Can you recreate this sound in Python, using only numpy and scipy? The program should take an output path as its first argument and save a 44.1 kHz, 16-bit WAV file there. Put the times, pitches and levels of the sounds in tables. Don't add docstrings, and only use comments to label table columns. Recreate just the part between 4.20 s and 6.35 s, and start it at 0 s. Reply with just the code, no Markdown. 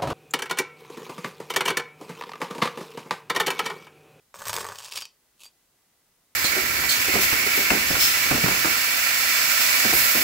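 import sys
import numpy as np
from scipy import signal
from scipy.fft import rfft, irfft
from scipy.io import wavfile
from scipy.ndimage import uniform_filter1d

SR = 44100
rng = np.random.default_rng(int(sys.argv[2]) if len(sys.argv) > 2 else 0)


def int16_out(signal):
    q = np.round(np.clip(np.atleast_2d(signal).T, -1, 1) * 32767)
    wavfile.write(sys.argv[1], SR, q.astype(np.int16))


N = 94815
TIME_S = np.arange(N) / SR
CLICK_GAIN = np.sqrt(.004 * SR)


def amp(db):
    return 10 ** (np.asarray(db) / 20)


def unit(x):
    return x / np.sqrt(np.mean(x ** 2) + 1e-20)


def read(points, hz):
    pitches, values = np.transpose(points)
    return np.interp(np.log(hz + 1), np.log(pitches + 1), values)


def level(points, column=1):
    rows = np.array(points)
    return amp(np.interp(TIME_S, rows[:, 0], rows[:, column], left=-200, right=-200))


def through(x, response):
    return signal.fftconvolve(x, response)[:N]


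def colour(x, points, size=4096):
    log_gain = np.log(amp(read(points, abs(np.fft.fftfreq(size, 1 / SR)))))
    spectrum = np.exp(np.conj(signal.hilbert(log_gain)))
    response = np.fft.ifft(spectrum).real[:size // 2]
    return through(x, response / np.linalg.norm(response))


def ring(x, notes):
    t = np.arange(SR // 3) / SR
    tones = sum(amp(db) * unit(amp(-60 * t / fade_s) * np.sin(2 * np.pi * hz * t))
                for hz, db, fade_s in notes)
    return through(x, tones / np.sqrt(len(t)))


def room_hiss():
    # pitch_hz, level_db
    hiss_tone = [(12, -47), (20, -0.5), (49, -1.5), (145, -0.5), (317, -2.5), (419, -2), (469, -4),
                 (539, -4.5), (713, -5), (1950, -8), (2570, -9), (5950, -9.5), (15800, -11)]
    # pitch_hz, level_db
    width = [(60, -18), (180, -14), (550, -9), (1650, -6.5), (4970, -1.5), (15000, 1)]
    hz = np.fft.rfftfreq(N, 1 / SR)
    gain = amp(read(hiss_tone, hz))
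    centre = irfft(rfft(rng.standard_normal(N)) * gain, N)
    side = irfft(rfft(rng.standard_normal(N)) * gain * amp(read(width, hz)), N)
    scale = amp(-68) / centre.std()
    whine = amp(-87) * unit(np.sin(2 * np.pi * 2001 * TIME_S))
    return scale * centre + whine, scale * side


def grit(breaks_per_s=2200, spread_db=4.8, clump_db=2.5, clump_s=.002):
    size = amp(spread_db * np.minimum(rng.exponential(1, N), 4)) * rng.choice([-1, 1], N)
    clumps = unit(uniform_filter1d(rng.standard_normal(N), int(clump_s * SR)))
    breaks = rng.random(N) < breaks_per_s / SR
    return unit(size * breaks * amp(clump_db * np.clip(clumps, -2, 2)))


def shudder(grains):
    # time_s, level_db
    shaking = [(.14, -80), (.18, -56), (.215, -61), (.248, -61), (.28, -46.5), (.38, -51.5), (.46, -55),
               (.54, -61.5), (.58, -64), (.65, -68), (.72, -79), (.755, -62), (.85, -80), (.88, -87)]
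    # pitch_hz, level_db
    bending = [(25, -45), (42, -42), (58, -18), (85, -3), (130, 0), (165, 0), (210, -5), (260, -20),
               (500, -50)]
    return amp(-.5) * colour(grains * level(shaking), bending, size=16384)


def crumb_snaps(splinters=12, splinter_s=.0014, splinter_db=-12.5):
    # start_s, crack_db, knock_db
    crumbs = [(0.1426, -48.5, -35), (0.1586, -55, -43), (0.1895, -46, -45), (0.193, -45, -45),
              (0.2096, -59, -35.5), (0.2186, -42, -32.5), (0.222, -41.5, -33.5), (0.2325, -52, -50),
              (0.241, -45, -54), (0.255, -34, -32.5), (0.2581, -52, -37.5), (0.269, -38, -31),
              (0.2718, -31, -33.5), (0.2762, -33, -45), (0.283, -24, -43), (0.2955, -25.5, -26),
              (0.2987, -33.5, -26.5), (0.3036, -31, -33), (0.3301, -35, -34), (0.3314, -26, -25.5),
              (0.34, -28, -30), (0.343, -33.5, -34.5), (0.3543, -29.5, -32), (0.3545, -53, -32),
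              (0.365, -28.5, -29), (0.365, -27.5, -36.5), (0.376, -46, -28), (0.3779, -55, -26.5),
              (0.3846, -33.5, -25.5), (0.3935, -35, -37.5), (0.3973, -39.5, -60), (0.4085, -33.5, -26),
              (0.412, -33, -38.5), (0.4448, -34, -30.5), (0.4514, -42, -28), (0.4664, -35, -31),
              (0.4754, -54, -46), (0.4875, -44.5, -43), (0.4992, -63, -34.5), (0.5211, -45, -33.5),
              (0.5252, -40.5, -36.5), (0.5574, -37.5, -42.5), (0.587, -32.5, -42.5), (0.5965, -39.5, -42.5),
              (0.6036, -38.5, -38), (0.624, -40, -52), (0.6398, -41, -46), (0.646, -34, -61),
              (0.6513, -38, -62), (0.656, -36.5, -42), (0.661, -36.5, -49), (0.6838, -40, -47),
              (0.713, -38, -60), (0.7205, -34, -65), (0.7237, -30.5, -41.5), (0.7366, -32, -46),
              (0.757, -29.5, -40), (0.76, -28, -51), (0.766, -30, -50), (0.773, -25.5, -41),
              (0.7771, -28, -38.5), (0.7856, -42, -42), (0.8125, -33.5, -50), (0.8214, -31.5, -41),
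              (0.8467, -50, -70), (0.8542, -35, -47.5), (1.196, -57, -73), (1.2052, -52.5, -65),
              (1.2118, -48, -78), (1.2182, -48.5, -66), (1.2227, -51, -71), (1.235, -40.5, -56),
              (1.2379, -57, -64), (1.2449, -43, -77), (1.256, -42.5, -50), (1.2626, -53.5, -63)]
    cracks, knocks = np.zeros((2, N))
    for start_s, crack_db, knock_db in crumbs:
        when, strength = rng.random((2, splinters))
        offsets_s = np.append(0, splinter_s * (2 * when - .5))
        at = ((start_s + offsets_s) * SR).astype(int)
        size = np.append(1, amp(splinter_db) * (4 * strength - 2))
        np.add.at(cracks, at, size / np.linalg.norm(size) * amp(crack_db))
        knocks[at[0]] += amp(knock_db)
    return CLICK_GAIN * cracks, CLICK_GAIN * knocks


def slice_echoes(x, echo_db, places=12, fade_s=.014):
    t, echoes = np.arange(SR // 20) / SR, np.zeros(N)
    place = np.arange(N) // (SR // 200) % places
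    for k in range(places):
        tail = rng.standard_normal(len(t)) * amp(-60 * t / fade_s)
        echoes += through(x * (place == k), tail / np.linalg.norm(tail))
    return (x + amp(echo_db) * echoes) / np.hypot(1, amp(echo_db))


def hollow_slice(knocks):
    # pitch_hz, level_db
    rim_tone = [(150, -69), (290, -26.5), (390, -6), (490, -6), (620, -7.5), (790, -14), (900, -3),
                (1090, -2), (1350, -5.5), (1800, -15.5), (2300, -14), (5000, -49.5)]
    middle_tone = [(150, -48), (260, -15), (350, -6), (480, 1), (620, -3.5), (790, -8.5), (920, 3),
                   (1120, 1.5), (1400, -3.5), (1900, -5.5), (2500, -18), (5000, -48.5)]
    boom_tone = [(200, -37), (350, -4.5), (470, 11.5), (600, 11), (760, -36), (1500, -41)]
    # pitch_hz, level_db, fade_s
    low_notes = [(482, -4, .12), (906, 0, .15), (1003, 0, .15), (1110, 0, .12), (1237, -5, .12),
                 (1676, -4, .14)]
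    near_middle = np.exp(-((TIME_S - .42) / .22) ** 2)
    near_centre = np.exp(-((TIME_S - .4114) / .032) ** 2)
    rim = colour(knocks * (1 - near_middle), rim_tone)
    middle = colour(knocks * near_middle, middle_tone)
    boom = amp(-3) * colour(knocks * near_centre, boom_tone)
    return rim + middle + boom + amp(-15) * ring(knocks, low_notes)


def blade_ring(face_cracks, crust_cracks):
    pitch_hz = [2448, 3745, 4695, 6662, 7704, 8372, 10324, 11645, 12825, 14625, 15246]
    pressed_db = [-17, -20, -26, -10, -11, -14, -17, -17, -22, -11, -13]
    free_db = [-17, -30, 0, -13, -17, -16, -22, -20, -23, -21, -24]
    fade_s = [.12, .09, .105, .09, .07, .075, .11, .08, .06, .06, .065]
    # start_s, level_db
    ridges = [(.7244, -49), (.7768, -28.5), (.8217, -34.5), (1.2345, -58), (1.2457, -45), (1.2622, -41.5)]
    flicks = np.zeros(N)
    for start_s, level_db in ridges:
        flicks[int(start_s * SR)] = amp(level_db) * CLICK_GAIN
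    pressed = ring(face_cracks, zip(pitch_hz, pressed_db, fade_s))
    free = ring(flicks + amp(-11.5) * crust_cracks, zip(pitch_hz, free_db, fade_s))
    return pressed + free


def knife_scrape():
    # time_s, crack_db, knock_db
    stroke = [(.14, -58, -85), (.15, -51, -48), (.2, -49.5, -48.5), (.249, -48.5, -44), (.258, -41, -43),
              (.28, -47, -32), (.305, -43, -41), (.32, -43.5, -44.5), (.345, -46, -35.5), (.41, -36.5, -42),
              (.44, -50, -39.5), (.49, -43, -39), (.52, -46.5, -39.5), (.578, -47, -50), (.61, -45, -50),
              (.65, -44.5, -48.5), (.705, -47, -55), (.745, -44.5, -50), (.775, -37, -43), (.8, -44.5, -66),
              (.825, -38, -37.5), (.843, -75, -85), (.856, -41, -63), (.868, -85, -85)]
    graze = [(1.165, -78, -74), (1.192, -64, -82), (1.205, -51.5, -64), (1.235, -53, -64.5),
             (1.26, -55, -66), (1.275, -62, -68), (1.29, -88, -91)]
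    # pitch_hz, level_db
    face_tone = [(700, -36.5), (1700, 4), (2400, 2), (3500, 0), (5000, 1.5), (6500, 0), (8300, 1),
                 (9000, -5), (12000, -6), (13800, -6), (14700, -1), (15800, -17)]
    crust_tone = [(700, -48), (2000, -6), (2550, 2.5), (3300, 2), (4000, -0.5), (5200, 4), (6500, -1.5),
                  (8000, -2.5), (9000, -5.5), (11500, -8.5), (13600, -10), (14800, -19), (15800, -2.5)]
    graze_tone = [(700, -17.5), (1900, -14), (2300, -6.5), (2550, 2), (3300, 2), (4100, -2.5), (5200, -4),
                  (6800, -0.5), (8000, -2), (9000, -8.5), (10500, -1.5), (12500, -9), (14500, -8),
                  (15800, -12)]
    cracks, knocks = crumb_snaps()
    grains = grit()
    cracks += grains * (level(stroke) + level(graze))
    knocks += grains * (level(stroke, column=2) + level(graze, column=2))
    cracks = amp(-2.5) * slice_echoes(cracks, echo_db=-8)
    knocks = amp(-4.5) * slice_echoes(knocks, echo_db=-10)
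    crust_share = np.interp(TIME_S, [.22, .73], [0, 1])
    lift_s = 1
    face = cracks * (1 - crust_share)
    crust = cracks * crust_share * (TIME_S < lift_s)
    grazed = cracks * (TIME_S >= lift_s)
    crackle = colour(face, face_tone) + colour(crust, crust_tone) + colour(grazed, graze_tone)
    return crackle + hollow_slice(knocks) + shudder(grains), blade_ring(face, crust + grazed)


def kitchen_echo(x):
    # pitch_hz, fade_s
    fade_times = [(100, 0.18), (700, 0.21), (2000, 0.15), (5000, 0.21), (15000, 0.047)]
    hz, t, noise = signal.stft(rng.standard_normal(SR // 2), SR, nperseg=256)
    fade = amp(-60 * t / read(fade_times, hz)[:, None])
    rise = np.minimum(t / .002, 1)
    tail = signal.istft(noise * fade * rise, SR)[1]
    return through(x, tail / np.linalg.norm(tail))


def scene():
    toast, steel = knife_scrape()
    hiss, side = room_hiss()
    echo = amp(-9.5) * kitchen_echo(toast + .4 * steel)
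    centre = toast + steel + echo + hiss
    return np.array([centre + side, centre - side])


def record(dry):
    treble_cut = signal.firwin(511, 15850, window=("kaiser", 8), fs=SR)
    return signal.oaconvolve(dry, treble_cut[None], "same")


dry = scene()
out = record(dry)
int16_out(out)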